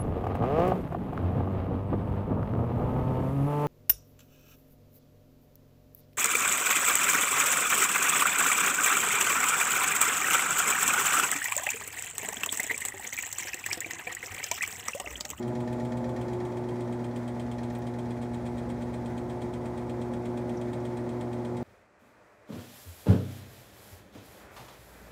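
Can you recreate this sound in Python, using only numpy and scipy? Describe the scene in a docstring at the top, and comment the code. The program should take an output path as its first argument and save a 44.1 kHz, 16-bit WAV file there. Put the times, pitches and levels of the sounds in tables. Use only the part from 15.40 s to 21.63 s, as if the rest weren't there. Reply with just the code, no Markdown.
"""A top-load washing machine spins its empty basket at about eight turns a second, heard from above the open lid.
Mains hum and a rotor whine that follows the speed run throughout; the motor pulls hard for the first second,
with a thin sizzle. The tub drones in tones tied to the speed, and churned air roars and hisses. The basket
clacks once a turn and at first knocks on the far side too. The speed overshoots and settles; a few faint ticks
are heard. The far knock returns near 2.2 s, brushing joins from 2.75 s and wears off, faint knocks recur near 5.3 s."""
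import sys
import numpy as np
from scipy.fft import rfft, irfft, next_fast_len
from scipy.io import wavfile
from scipy.ndimage import map_coordinates

SR = 44100
rng = np.random.default_rng(int(sys.argv[2]) if len(sys.argv) > 2 else 0)


def waveform_to_disk(signal):
    """Save audio, clipped to [-1, 1], as 16-bit WAV at the path in sys.argv[1]."""
    frames = np.transpose(np.atleast_2d(signal))
    scaled = np.clip(frames, -1, 1) * 32767
    samples = np.round(scaled).astype(np.int16)
    wavfile.write(sys.argv[1], SR, samples)


N = 274743
MAINS_HZ = 60


def amp(db):
    """Decibels to gain."""
    return 10 ** (np.asarray(db) / 20)


def unit(x):
    """x scaled to rms 1."""
    return x / np.sqrt(np.mean(x ** 2) + 1e-20)


def clock():
    """Time of each sample in seconds."""
    return np.arange(N) / SR


def curves(rows):
    """Each column after start_s, interpolated to one value per sample."""
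    start_s, *columns = np.transpose(rows)
    return [np.interp(clock(), start_s, column) for column in columns]


def wobble(knots_per_s):
    """A smooth random curve through normally distributed knots."""
    knots = rng.standard_normal(int(N * knots_per_s / SR) + 4)
    return map_coordinates(knots, [clock() * knots_per_s])


def filtered(x, response):
    """x times a complex response of frequency, padded so that ringing does not wrap round."""
    size = next_fast_len(N + SR // 2)
    spectrum = rfft(x, size) * response(np.fft.rfftfreq(size, 1 / SR))
    return irfft(spectrum, size)[:N]


def colour(points):
    """Response through (pitch_hz, level_db) points on a log frequency axis."""
    pitch_hz, level_db = np.transpose(points)
    return lambda hz: amp(np.interp(np.log(hz + 1), np.log(pitch_hz), level_db))


def resonant(modes):
    """Causal response of parallel (pitch_hz, width_hz, level_db) resonances."""
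    def response(hz):
        return sum(amp(level_db) * 1j * hz * width_hz / (pitch_hz * pitch_hz - hz * hz + 1j * hz * width_hz)
                   for pitch_hz, width_hz, level_db in modes)
    return response


def noise(response):
    """Noise of rms 1 with the given response."""
    return unit(filtered(rng.standard_normal(N), response))


def tone(cycles):
    """A sinusoid of rms 1 along a running count of cycles."""
    return np.sqrt(2) * np.cos(2 * np.pi * cycles)


SPIN_HZ, HUNT_HZ, HUNT_PERIOD_S, SETTLE_S, AT_SPEED_S = 8.3775, .484, 5.1, 1.3, .9315


def basket_speed():
    """Turns a second: swings past the set speed and settles like a damped spring."""
    t = clock()
    swing = np.sin(2 * np.pi * (t - AT_SPEED_S) / HUNT_PERIOD_S)
    return SPIN_HZ + HUNT_HZ * np.exp(-t / SETTLE_S) * swing


FIRST_CLACK_S = .0777


def basket_angle():
    """Turns of the basket: the integral of its speed, whole at the point that clacks."""
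    turns = np.cumsum(basket_speed()) / SR
    return turns - np.interp(FIRST_CLACK_S, clock(), turns)


def passes(angle, turns):
    """Times in seconds at which the basket passes one point of its round."""
    first = turns + np.ceil(angle[0] - turns)
    return np.interp(np.arange(first, angle[-1]), angle, clock())


EASE_AT_S, EASE_S = 1, 0.21


def by_effort(settled, pulling):
    """Moves smoothly from pulling to settled as the motor eases off."""
    return settled + (pulling - settled) / (1 + np.exp((clock() - EASE_AT_S) / EASE_S))


# Strong hum: start_s, level_120hz_db, level_240hz_db, level_360hz_db
HUM_LEVELS = [(0, -40.5, -37.5, -35.5), (0.55, -39, -34, -44), (1.0, -40, -43.5, -35),
              (1.45, -39.5, -37.5, -38), (2.1, -39.5, -37, -46), (2.6, -40.3, -38, -43.5),
              (3.4, -41, -37, -43.5), (4.1, -42, -40, -40.5), (5.1, -40, -38, -37.5),
              (5.5, -40, -40, -37.5), (6.2, -40, -37, -39.5)]
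# Throb of each strong hum tone: settled_db, pull_db, lag_turns, side (+1 beats from above, -1 from below)
HUM_THROB = [(-59, -42, 0.013, 1), (-51.5, -48, 0.67, -1), (-52, -58, 0.12, -1)]
# Weaker hum tones: mains_multiple, level_db
WEAK_HUM = [(3, -59), (8, -53.5), (10, -52.5), (12, -52), (14, -53), (16, -67), (18, -89)]
SLIP_HZ = .09  # the tub's swing slowly falls behind the basket


def motor(angle):
    """Magnetic hum, mostly at even mains multiples; its strong tones throb as the basket swings round."""
    mains = MAINS_HZ * clock()
    swing = angle - SLIP_HZ * clock()
    out = np.zeros(N)
    for k, (level_db, throb_row) in enumerate(zip(curves(HUM_LEVELS), HUM_THROB), 1):
        settled_db, pull_db, lag_turns, side = throb_row
        delay_cycles = .05 * k * k  # the bending panels pass each tone with its own delay
        cycles = 2 * k * mains - delay_cycles + 0.018 * wobble(4.94)
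        # the basket's share is shifted by one cycle per turn of the swing and beats with the rest
        throb = amp(by_effort(settled_db, pull_db)) * tone(cycles + np.sign(side) * (swing - lag_turns))
        steady = amp(level_db + 0.37 * wobble(5.1)) * tone(cycles)
        out -= steady + throb
    for mains_multiple, level_db in WEAK_HUM:
        gain = amp(level_db + wobble(1.76))
        out -= gain * tone(mains_multiple * mains + rng.random() + 0.12 * wobble(1.334))
    return out


# Whine lines either side of the slot rate: mains_multiple_added, level_db (relative)
WHINE_SIDEBANDS = [(-2, 2), (0, 2), (2, -1.5), (4, -2), (6, -9)]
# Cabinet resonances: pitch_hz, width_hz, level_db (relative)
CABINET_MODES = [(519, 5.2, 4), (624, 8.8, -11), (627, 13, -1.5), (870, 33, 2), (980, 8.3, 0)]
SLOTS_PER_TURN = 77  # rotor slot cycles per basket turn
WHINE_DB, WHINE_PULL_DB = -53, -47


def whine():
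    """Rotor slots sing in lines that follow the speed and swell as they cross cabinet resonances."""
    slot_hz = SLOTS_PER_TURN * basket_speed()
    whine_db = by_effort(WHINE_DB, WHINE_PULL_DB)
    out = np.zeros(N)
    for mains_multiple, level_db in WHINE_SIDEBANDS:
        line_hz = slot_hz + mains_multiple * MAINS_HZ
        cabinet_gain = 0.29 + 0.72 * np.abs(resonant(CABINET_MODES)(line_hz))
        gain = amp(whine_db + level_db + wobble(4.5)) * cabinet_gain
        out += gain * tone(np.cumsum(line_hz) / SR + rng.random() + 0.036 * wobble(12))
    return out


# Drone levels: start_s, sway_db, walls_db
DRONE_LEVELS = [(0, -55, -50), (.8, -47, -58), (1.25, -57, -55), (1.75, -57, -55), (2.1, -46.5, -55),
                (2.6, -52, -51), (3.2, -46, -47), (4.2, -50.5, -48.5), (6.2, -55, -51)]
# Deep sway of the tub: cycles_per_turn, level_db (relative)
SWAY_ORDERS = [(4.9, -26), (6.88, -6), (7.9, -10), (8.85, -4)]
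# Higher drumming of the tub walls: cycles_per_turn, level_db (relative)
WALL_ORDERS = [(9.9, -12), (10.8, -8.5), (16.3, -5.5), (18.7, -12), (20.7, -5.5), (22.7, -13)]


def tub(angle):
    """The drive shakes the tub in low, unsteady tones that follow the speed."""
    out = np.zeros(N)
    for drone_db, orders in zip(curves(DRONE_LEVELS), (SWAY_ORDERS, WALL_ORDERS)):
        for cycles_per_turn, level_db in orders:
            waver_db = 1.2 * wobble(1.6)
            drift_cycles = .08 * wobble(2)
            cycles = cycles_per_turn * angle + rng.random() + drift_cycles
            out += amp(drone_db + level_db + waver_db) * tone(cycles)
    return out


# Level of the roar: start_s, level_db
ROAR_LEVELS = [(0, -41.5), (1.05, -39.5), (2.3, -42.5), (4, -41), (5.2, -40.5), (6.2, -41)]
# Spectrum of the low roar: pitch_hz, level_db (per Hz, relative)
ROAR_COLOUR = [(25, -30), (48, -13.5), (70, -16), (100, -5), (135, -1.5), (180, -5.5), (225, 3), (320, 0.5),
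               (420, -4), (600, -4), (780, -10), (1050, -12.5), (1400, -18.5), (2600, -58.5)]
# Spectrum of the hiss: pitch_hz, level_db (per Hz, relative)
HISS_COLOUR = [(800, -40), (1400, 9), (2000, 10.5), (2400, 4), (2850, -5), (3400, -2.5), (4500, -5.5),
               (6000, -6), (8300, -10), (11000, -15.5), (13000, -18), (15500, -22)]
HISS_DB = -57


def air():
    """The spinning basket churns air and rumbles through the cabinet; a fine hiss lies on top."""
    roar_db, = curves(ROAR_LEVELS)
    roar = noise(colour(ROAR_COLOUR)) + amp(-11.5) * noise(resonant(CABINET_MODES))
    roar *= amp(roar_db + 0.17 * wobble(22.5))
    hiss_level_db = HISS_DB + .9 * wobble(40)
    hiss = amp(hiss_level_db) * noise(colour(HISS_COLOUR))
    return roar + hiss


SIZZLE_DB = -73


def sizzle():
    """A narrow band of friction noise that fades as the motor eases off."""
    ring = resonant([(7200, 650, 0)])
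    gain = by_effort(0, amp(SIZZLE_DB)) * amp(1.6 * wobble(28.5))
    return gain * noise(lambda hz: ring(hz) ** 2)


def burst(start_s, t60_s, attack_s=0.0012):
    """An envelope that rises at start_s and decays by 60 dB in t60_s."""
    t = np.arange(SR // 4) / SR
    shape = (1 - np.exp(-t / attack_s)) * amp(-60 * t / t60_s)
    return np.pad(shape, (max(round(start_s * SR), 0), N))[:N]


def chatter(count):
    """Random signs: a dense, flat excitation."""
    return np.sign(rng.standard_normal(count))


# Basket modes: pitch_hz, width_hz, level_db (relative)
BASKET_MODES = [(1856, 96, 8), (2186, 220, 3.5), (2440, 60, 2.5), (2726, 47, -3), (3156, 250, -2),
                (3387, 59, -0.5), (3780, 110, -4), (4140, 160, -4.5), (4730, 130, -10.5), (5640, 1400, -10),
                (6760, 280, -8), (7290, 330, -8), (8060, 780, -3.5), (9000, 590, -12.5), (10000, 820, -15),
                (12700, 1600, -10)]


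def rattle(starts_s, levels_db, contact, t60_s, crack_db=-1, crack_t60_s=0.0078):
    """A short crack, then the basket's dense modes answer, partly alike from strike to strike, and the tub rings."""
    t = np.arange(SR // 6) / SR
    crack = amp(crack_db - 60 * t / crack_t60_s)
    basket_ring = amp(-60 * t / t60_s)
    tub_ring = amp(-17.5) * amp(-60 * t / 0.39)
    envelope = (1 - np.exp(-t / 0.0012)) * (crack + basket_ring + tub_ring)
    common = chatter(len(t))
    out = np.zeros(N + SR)
    for start_s, level_db in zip(starts_s, levels_db):
        scatter = .9 * chatter(len(t))  # drawn afresh for each contact
        first = max(round(start_s * SR), 0)
        out[first:first + len(t)] += amp(level_db) * envelope * (common + scatter)

    def body(hz):
        return resonant(BASKET_MODES)(hz) * colour(contact)(hz)
    return filtered(out[:N], body) / np.std(filtered(chatter(N), body))


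# Force of the clack: start_s, level_db
CLACK_LEVELS = [(0, -53.5), (1.6, -52), (1.9, -50), (2.3, -51), (2.7, -52), (4.8, -52), (6.2, -52)]
# Spectrum of the clack contact: pitch_hz, level_db (relative)
CLACK_CONTACT = [(900, -6), (1800, 0.5), (2300, 2), (3100, 5.5), (4300, 2.5), (6000, -2), (8300, 0),
                 (11000, -11), (16000, -17)]
# Force of the far-side knock: start_s, level_db
FAR_KNOCK_LEVELS = [(0, -47.5), (.9, -49), (1.15, -56), (2.06, -57), (2.18, -49), (2.43, -52), (3, -64),
                    (5.05, -71), (5.33, -57), (6.2, -70)]
# Spectrum of the knock contact: pitch_hz, level_db (relative)
KNOCK_CONTACT = [(900, -11), (1850, 8), (2800, 3), (4200, 8.5), (6000, 9), (8300, -6.5), (11000, -8),
                 (16000, -21)]
CLACK_SCATTER_DB = 0.63
SNAP_DB, SNAP_PULL_DB = -22, -7  # relative to the clack
FAR_SIDE_TURNS = .587
# brushing leads each clack; level relative to the clack
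BRUSH_FROM_S, BRUSH_LEAD_S, BRUSH_DB, BRUSH_FADE_DB_PER_S = 2.75, .009, -2, 5.5


def strikes(angle):
    """Each turn the basket clacks with a crisp snap, later brushing first, and knocks past half a turn on."""
    clack_s = passes(angle, 0)
    clack_db = np.interp(clack_s, *np.transpose(CLACK_LEVELS))
    clack_db += CLACK_SCATTER_DB * rng.standard_normal(len(clack_s))
    clacks = rattle(clack_s, clack_db, CLACK_CONTACT, t60_s=0.092)

    snaps = sum(amp(level_db) * burst(start_s, t60_s=0.065) for start_s, level_db in zip(clack_s, clack_db))
    snaps = snaps * amp(by_effort(SNAP_DB, SNAP_PULL_DB))
    contact = resonant([(11000, 7200, 0)])  # the contact itself is bright and has no pitch
    snaps = snaps * noise(lambda hz: contact(hz) ** 2)

    far_s = passes(angle, FAR_SIDE_TURNS)
    far_db = np.interp(far_s, *np.transpose(FAR_KNOCK_LEVELS))
    knocks = rattle(far_s, far_db, KNOCK_CONTACT, t60_s=0.064)

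    brushing = clack_s > BRUSH_FROM_S
    brush_db = clack_db + BRUSH_DB - BRUSH_FADE_DB_PER_S * (clack_s - BRUSH_FROM_S)
    brushes = rattle(clack_s[brushing] - BRUSH_LEAD_S, brush_db[brushing], CLACK_CONTACT, t60_s=0.07)
    return clacks + snaps + knocks + brushes


# Stray ticks: start_s, level_db (before the envelope), pitch_hz, width_hz (of one resonance pass), t60_s
STRAY_TICKS = [(1.772, -64, 14000, 4000, .08), (2.325, -64, 13000, 5000, .12),
               (2.386, -48, 13500, 5000, .02), (5.169, -54, 5700, 898, 0.093)]


def ticks():
    """A few faint, high ticks: short bursts of noise through a twice-applied resonance."""
    out = np.zeros(N)
    for start_s, level_db, pitch_hz, width_hz, t60_s in STRAY_TICKS:
        ring = resonant([(pitch_hz, width_hz, 0)])
        out += amp(level_db) * burst(start_s, t60_s) * noise(lambda hz: ring(hz) ** 2)
    return out


def scene():
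    """All the parts of the machine summed at one microphone."""
    angle = basket_angle()
    steady = motor(angle) + whine() + tub(angle) + air() + sizzle()
    return (steady + strikes(angle) + ticks())[None]


TOP_HZ = 15780


def record(dry):
    """The microphone channel passes nothing above its band limit."""
    return np.array([filtered(channel, lambda hz: hz < TOP_HZ) for channel in dry])


dry = scene()
out = record(dry)
waveform_to_disk(out)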